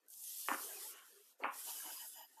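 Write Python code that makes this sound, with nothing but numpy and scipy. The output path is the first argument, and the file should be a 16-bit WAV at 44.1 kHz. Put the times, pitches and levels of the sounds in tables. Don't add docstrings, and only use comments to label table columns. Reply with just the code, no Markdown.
import sys
import numpy as np
from scipy import signal
from scipy.fft import rfft, irfft
from scipy.io import wavfile
from scipy.ndimage import uniform_filter1d

SR = 44100
rng = np.random.default_rng(int(sys.argv[2]) if len(sys.argv) > 2 else 0)


def wav_record(signal):
    frames = np.transpose(np.atleast_2d(signal))
    bounded = np.clip(frames, -1, 1)
    quanta = np.round(bounded * 32767).astype(np.int16)
    wavfile.write(sys.argv[1], SR, quanta)


def amplitude_ratio(level_db):
    exponent = np.asarray(level_db, float) / 20
    return 10 ** exponent


N = 105840

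# time in seconds, level in dB, lift of the low edge in dB.
PEELING = [(0, -93, 5), (.078, -82, 7), (.086, -70, -7), (.125, -57, -9), (.228, -52, -8.5),
           (.25, -50, -1.5), (.41, -49, 4), (.91, -51, -0.5), (.95, -64, 5), (1.325, -71, 8.5),
           (1.375, -87.5, 7), (1.40, -73, 7), (1.505, -73.5, -11), (1.54, -53.5, -1.5), (1.70, -47, 1),
           (1.95, -51, -1.5), (2.14, -53.5, -10.5), (2.26, -74.5, -6), (2.28, -70.5, 4.5)]
# frequency in Hz, level in dB.
SIZZLE_COLOUR = [(1900, -50), (2500, -16.5), (3100, -9.5), (4100, -10.5), (5000, -6.5), (7900, -3.5),
                 (12300, 0.5), (13900, -1.5), (14600, -20.5)]
SNAPS_PER_S, SNAP_SPREAD_DB, SNAP_CYCLES = 9000, 2, 5.7
SIZZLE_WET = 0.6
LOW_EDGE_HZ = 4800
FLICKER_DB, FLICKER_S, SIZZLE_PATCH_DB = 0.96, 0.027, 2

# start in seconds, level in dB, low edge in Hz.
THREAD_TEARS = [(.063, -71, 6500), (.0832, -53, 7300), (0.092, -60, 7060), (.101, -52, 7000),
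                (0.106, -54, 7500), (.115, -59, 7560), (.138, -52.5, 3400), (0.151, -62, 8000),
                (0.196, -55, 4530), (.206, -53.5, 4500), (.233, -51, 8400), (0.238, -42, 5060)]
TEAR_S = 0.0012

# start in seconds, level in dB, pitch in Hz.
FRAME_TAPS = [(.4849, -27, 1090), (0.4848, -29, 2030), (0.485, -44.5, 394), (0.487, -30, 2800),
              (0.4915, -49, 930), (.491, -37, 2130), (.496, -36, 870), (.4995, -51.5, 1010),
              (.5105, -43, 2100), (.5147, -24, 1050), (0.5154, -36.5, 1530), (0.514, -39.5, 276),
              (.5195, -53, 850), (0.524, -37, 1280), (0.526, -32.5, 1460), (0.532, -41, 2600),
              (0.5316, -41, 1240), (0.5375, -50, 1150), (0.543, -32.5, 1300), (.546, -33.5, 1600),
              (.545, -43.5, 335), (.551, -38.5, 1210), (.558, -43, 1260), (0.583, -51, 1150),
              (.586, -46, 1370), (.595, -44.5, 1250), (0.618, -50, 1060), (0.632, -50, 1300),
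              (1.393, -64, 486), (1.4004, -49.5, 498), (1.406, -63, 890), (1.4085, -52, 550),
              (1.419, -47.5, 380), (1.424, -49, 670), (1.428, -45, 930), (1.431, -42, 664),
              (1.431, -51.5, 260), (1.4369, -28, 2230), (1.439, -42, 1140), (1.4415, -38, 2250),
              (1.4476, -46, 2600), (1.441, -38.5, 566), (1.4434, -27.5, 1005), (1.4508, -42, 960),
              (1.4512, -46, 2150), (1.4543, -37, 1140), (1.459, -38, 1240), (1.462, -49, 276),
              (1.466, -40, 2440), (1.4715, -51, 1300), (1.478, -51, 1590), (1.485, -37, 1000),
              (1.488, -37, 1190), (1.4933, -36, 1050), (1.499, -39, 1080), (1.5033, -41, 1150),
              (1.5068, -45, 1090), (1.5215, -46, 980)]
TAP_DAMPING = 0.36
# start in seconds, level in dB, hold in seconds,
# brightness (twice the tilt in dB per octave).
FRAME_RATTLES = [
    (0.4835, -42, 0.031, -5.5),
    (0.519, -43.5, 0.023, -5.5),
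    (0.58, -67, 0.069, -15),
    (1.404, -59, 0.019, -23),
    (1.412, -59.5, 0.019, -6.5),
    (1.4372, -40, 0.024, -4),
    (1.468, -50, 0.034, 3),
    (1.517, -68, 0.089, 3),
]
# frequency in Hz, width in Hz, level in dB.
FRAME_MODES = [(270, 110, -19), (560, 200, -11), (820, 200, -4.5), (1030, 260, -.8), (1350, 280, -3),
               (1750, 300, -7), (2250, 450, -7), (2780, 400, -10)]
RATTLE_PER_S, RATTLE_T60_S, TREBLE_FADE_DB_PER_S = 6000, 0.08, 160
FRAME_TOP_HZ, KNOCK_WET_DB, ROOM_T60_S = 3190, -8, 0.3

# middle in seconds, length in seconds, tube level in dB, ring level in dB.
SLEEVE_RUBS = [
    (1.707, 0.12, -59, -55.5),
    (1.776, 0.07, -72, -57),
    (1.878, 0.12, -58.5, -58.5),
    (1.937, 0.059, -69.5, -58.5),
    (1.994, 0.063, -79, -59.5),
    (2.028, 0.1, -62, -61.5),
    (2.124, 0.24, -95, -71),
    (2.179, 0.079, -63, -62.5),
    (2.228, 0.078, -64, -63),
    (2.383, 0.051, -74.5, -77),
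]
# frequency in Hz, width in Hz, level in dB.
TUBE_MODES = [(274, 150, -19.5), (520, 21, -22), (653, 38, -5), (753, 41, -3), (866, 57, -1),
              (952, 56, -1.5), (1667, 180, -4.5), (1885, 57, -4.5)]
# frequency in Hz, width in Hz, level in dB.
RING_MODES = [(2985, 76, 1.5), (2600, 350, -9), (3200, 530, -3), (3920, 59, -13.5), (4960, 200, -1.5),
              (5740, 400, -11), (6400, 270, -7.5), (7115, 300, 2.5)]
SLIPS_PER_S = 3100

# middle in seconds, length in seconds, pitch in Hz, spread in Hz.
GROAN_SLIPS = [(.05, .1, 400, 200), (.14, .05, 3300, 900), (.25, .3, 850, 150), (.33, .2, 1950, 130),
               (.42, .07, 1150, 400), (.64, .16, 420, 100), (.70, .14, 3050, 150), (.71, .08, 660, 110),
               (.78, .03, 770, 60), (.76, .15, 400, 80), (.82, .03, 1100, 80), (.83, .03, 3480, 120),
               (.855, .05, 880, 50), (.89, .08, 1400, 70), (.9, .17, 410, 110), (.97, .12, 2900, 350),
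               (.99, .14, 1100, 100), (.99, .03, 2200, 300), (1.0, .17, 1450, 350), (1.12, .12, 1750, 80),
               (1.16, .05, 1430, 60), (1.165, .05, 405, 40), (1.2, .05, 405, 40), (1.437, .04, 4400, 600),
               (1.68, .06, 430, 50), (1.865, .05, 280, 140), (1.86, .22, 3010, 50), (2.13, .1, 3500, 200),
               (2.21, .12, 12800, 1000), (2.305, .05, 1800, 60), (1.99, .06, 4920, 70),
               (2.04, .06, 4930, 120), (2.13, .11, 5050, 200), (2.2, .07, 5010, 120),
               (2.25, .05, 4980, 120), (2.393, .04, 885, 60), (1.125, .06, 450, 150), (2.21, .03, 850, 120),
               (1.86, .03, 960, 90), (1.68, .04, 930, 90), (2.395, .03, 7000, 150)]
GROAN_LEVELS = [-85, -75.5, -86, -79, -77.5, -63.5, -70.5, -62, -65.5, -65.5, -69.5, -64.5, -64, -73, -70,
                -65.5, -69, -67, -67, -79, -79.5, -68.5, -70, -69, -70, -65, -66, -71, -59.5, -77, -59.5,
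                -66, -69, -69.5, -71, -60, -75.5, -58.5, -57.5, -66.5, -75]

# frequency in Hz, level in dB.
ROLL_COLOUR = [(180, -28), (280, -6), (420, -5.5), (650, -5), (1400, -1.5), (2300, -5), (3300, -8),
               (4500, -37)]
# time in seconds, level in dB.
ROLL_PRESSURE = [(0, -87), (.3, -84.5), (.47, -74), (.56, -70), (.7, -61.5), (.9, -65.5), (1.1, -75.5),
                 (1.31, -80.5), (1.385, -88), (1.47, -60.5), (1.63, -66), (1.9, -60.5), (2.08, -73.5),
                 (2.27, -80), (2.4, -83.5)]

# frequency in Hz, level in dB.
AIR_COLOUR = [(100, -38.5), (200, 2.5), (450, -0.5), (900, -7), (2000, -23), (4000, -13), (14000, -19)]
AIR_DB = -88

BASS_CUT_HZ, BASS_LEAK_DB, TOP_HZ = 220, -41.5, 14620
LOW_BAND_HZ, LOW_BAND_DB = 123, -3.5


def evened(x):
    return x / np.sqrt(np.mean(x ** 2) + 1e-20)


def curve(points, column=1):
    rows = np.transpose(points)
    return np.interp(np.arange(N) / SR, rows[0], rows[column])


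def coloured(x, points):
    f, db = np.transpose(points)
    hz = np.fft.rfftfreq(N, 1 / SR)
    gain_db = np.interp(np.log(hz + 1), np.log(f), db, left=-70, right=-70)
    return evened(irfft(rfft(x) * amplitude_ratio(gain_db), N))


def clicks(count, per_s, spread_db):
    chance, size, side = rng.random((count, 3)).T
    happens = chance < per_s / SR
    return happens * amplitude_ratio(-spread_db * np.log(np.maximum(size, .005))) * np.sign(side - .5)


def ring(x, hz, width):
    r = np.exp(-np.pi * width / SR)
    for _ in range(2):
        x = signal.lfilter([1 - r, 0, r - 1], [1, -2 * r * np.cos(2 * np.pi * hz / SR), r * r], x)
    return x


def body(x, modes, tilt_db=0):
    out = 0
    for k, (hz, width, db) in enumerate(modes):
        level = amplitude_ratio(db + tilt_db * np.log2(max(hz, 500) / 1000))
        out = out + (-1) ** k * level * ring(x, hz, width) / np.sqrt(width)
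    return out


def swell(middle, length):
    return np.cos(np.pi * np.clip((np.arange(N) / SR - middle) / length, -.5, .5)) ** 2


def patchy(x, depth_db, size, extra_db=0):
    z = signal.stft(x, SR, nperseg=512)[2]
    patches = uniform_filter1d(rng.standard_normal(z.shape), size[0], 0)
    patches = evened(uniform_filter1d(patches, size[1], 1))
    return signal.istft(z * amplitude_ratio(depth_db * patches + extra_db), SR, nperseg=512)[1][:N]


def room(x):
    t = np.arange(SR // 2) / SR
    tail = rng.standard_normal(len(t)) * amplitude_ratio(-60 * t / ROOM_T60_S) * (t > .003)
    return signal.fftconvolve(x, tail / np.linalg.norm(tail))[:N]


def sizzle():
    snaps = np.zeros(N)
    for hz in np.geomspace(2500, 14500, num=24):
        t = np.arange(0, SNAP_CYCLES / hz, 1 / SR)
        grain = np.sin(2 * np.pi * hz * t) * np.hanning(len(t))
        grain = grain / np.linalg.norm(grain) * np.sqrt(hz)
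        snaps += signal.oaconvolve(clicks(N, SNAPS_PER_S / 24, SNAP_SPREAD_DB), grain)[:N]
    blur = rng.standard_normal(N)
    mix = np.sqrt(1 - SIZZLE_WET) * evened(snaps) + np.sqrt(SIZZLE_WET) * blur
    span = int(FLICKER_S * SR)
    flicker = uniform_filter1d(rng.standard_normal(N), span)
    flicker = evened(uniform_filter1d(flicker, span))
    low_share = 1 / (1 + (np.fft.rfftfreq(512, 1 / SR) / LOW_EDGE_HZ) ** 4)
    moments = np.minimum(np.arange(N // 256 + 2) * 256, N - 1)
    edge_db = np.outer(low_share, curve(PEELING, column=2)[moments])
    fizz = patchy(coloured(mix, SIZZLE_COLOUR), SIZZLE_PATCH_DB, (4, 9), edge_db)
    return fizz * amplitude_ratio(curve(PEELING) + FLICKER_DB * flicker)


def tears():
    out, t = np.zeros(N), np.arange(400) / SR
    shape = t / TEAR_S * np.exp(1 - t / TEAR_S)
    for s, db, edge_hz in THREAD_TEARS:
        high_pass = signal.butter(4, edge_hz, "high", fs=SR, output="sos")
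        bright = evened(signal.sosfilt(high_pass, rng.standard_normal(len(t))))
        out[round(s * SR):][:len(t)] += amplitude_ratio(db) * bright * shape
    return out


def knocks():
    out, t = np.zeros(N + SR), np.arange(SR // 4) / SR
    for s, db, hz in FRAME_TAPS:
        tap = ring((t == 0) * 1., hz, TAP_DAMPING * hz)
        out[round(s * SR):][:len(t)] += amplitude_ratio(db) * tap / abs(tap).max()
    low_pass = signal.butter(2, 1700, fs=SR, output="sos")
    for s, db, hold, tilt_db in FRAME_RATTLES:
        rattle = evened(body(clicks(len(t), RATTLE_PER_S, 3.3), FRAME_MODES, .5 * tilt_db))
        dull = signal.sosfiltfilt(low_pass, rattle)
        rattle = dull + (rattle - dull) * amplitude_ratio(3.5 - TREBLE_FADE_DB_PER_S * t)
        shape = np.minimum(t / 0.001, 1) * amplitude_ratio(-60 * np.maximum(t - hold, 0) / RATTLE_T60_S)
        out[round(s * SR):][:len(t)] += amplitude_ratio(db) * shape * rattle
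    out = signal.sosfilt(signal.butter(8, FRAME_TOP_HZ, fs=SR, output="sos"), out[:N])
    return out + amplitude_ratio(KNOCK_WET_DB) * room(out)


def sleeve():
    low = patchy(body(clicks(N, SLIPS_PER_S, 2.2), TUBE_MODES), 2.7, size=(5, 6))
    high = patchy(body(clicks(N, SLIPS_PER_S, 2.2), RING_MODES), 2.7, size=(5, 6))
    out = np.zeros(N)
    for s, length, tube_db, ring_db in SLEEVE_RUBS:
        shape = swell(s, 1.18 * length)
        rub = amplitude_ratio(tube_db) * evened(shape * low) + amplitude_ratio(ring_db) * evened(shape * high)
        out += np.sqrt(np.mean(shape ** 2)) * rub
    return out


def groans():
    slips, out = clicks(N, SLIPS_PER_S, 0.48), np.zeros(N)
    for (s, length, hz, width), db in zip(GROAN_SLIPS, GROAN_LEVELS):
        shape = swell(s, 1.49 * length)
        groan = evened(shape * ring(slips, hz, width))
        out += amplitude_ratio(db) * np.sqrt(np.mean(shape ** 2)) * groan
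    return out


def rolling():
    rumble = patchy(coloured(rng.standard_normal(N), ROLL_COLOUR), 6.0, size=(2, 8))
    return evened(rumble) * amplitude_ratio(curve(ROLL_PRESSURE))


def air():
    return amplitude_ratio(AIR_DB) * patchy(coloured(rng.standard_normal(N), AIR_COLOUR), 5.1, size=(2, 8))


def scene():
    paint = sizzle() + tears()
    roller = knocks() + sleeve() + groans()
    return (paint + roller + rolling() + air())[None]


def roll_off(x):
    return signal.sosfilt(signal.butter(12, 15590, fs=SR, output="sos"), x)


def record(dry):
    high_pass = signal.butter(8, BASS_CUT_HZ, "high", fs=SR, output="sos")
    mix = signal.sosfilt(high_pass, dry)
    mix = mix + amplitude_ratio(BASS_LEAK_DB) * dry + amplitude_ratio(LOW_BAND_DB) * ring(dry, LOW_BAND_HZ, 30)
    treble_limit = signal.firwin(255, TOP_HZ, window=("kaiser", 8), fs=SR)
    mix = signal.oaconvolve(mix, treble_limit[None], "same")
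    return roll_off(mix)


dry = scene()
out = record(dry)
wav_record(out)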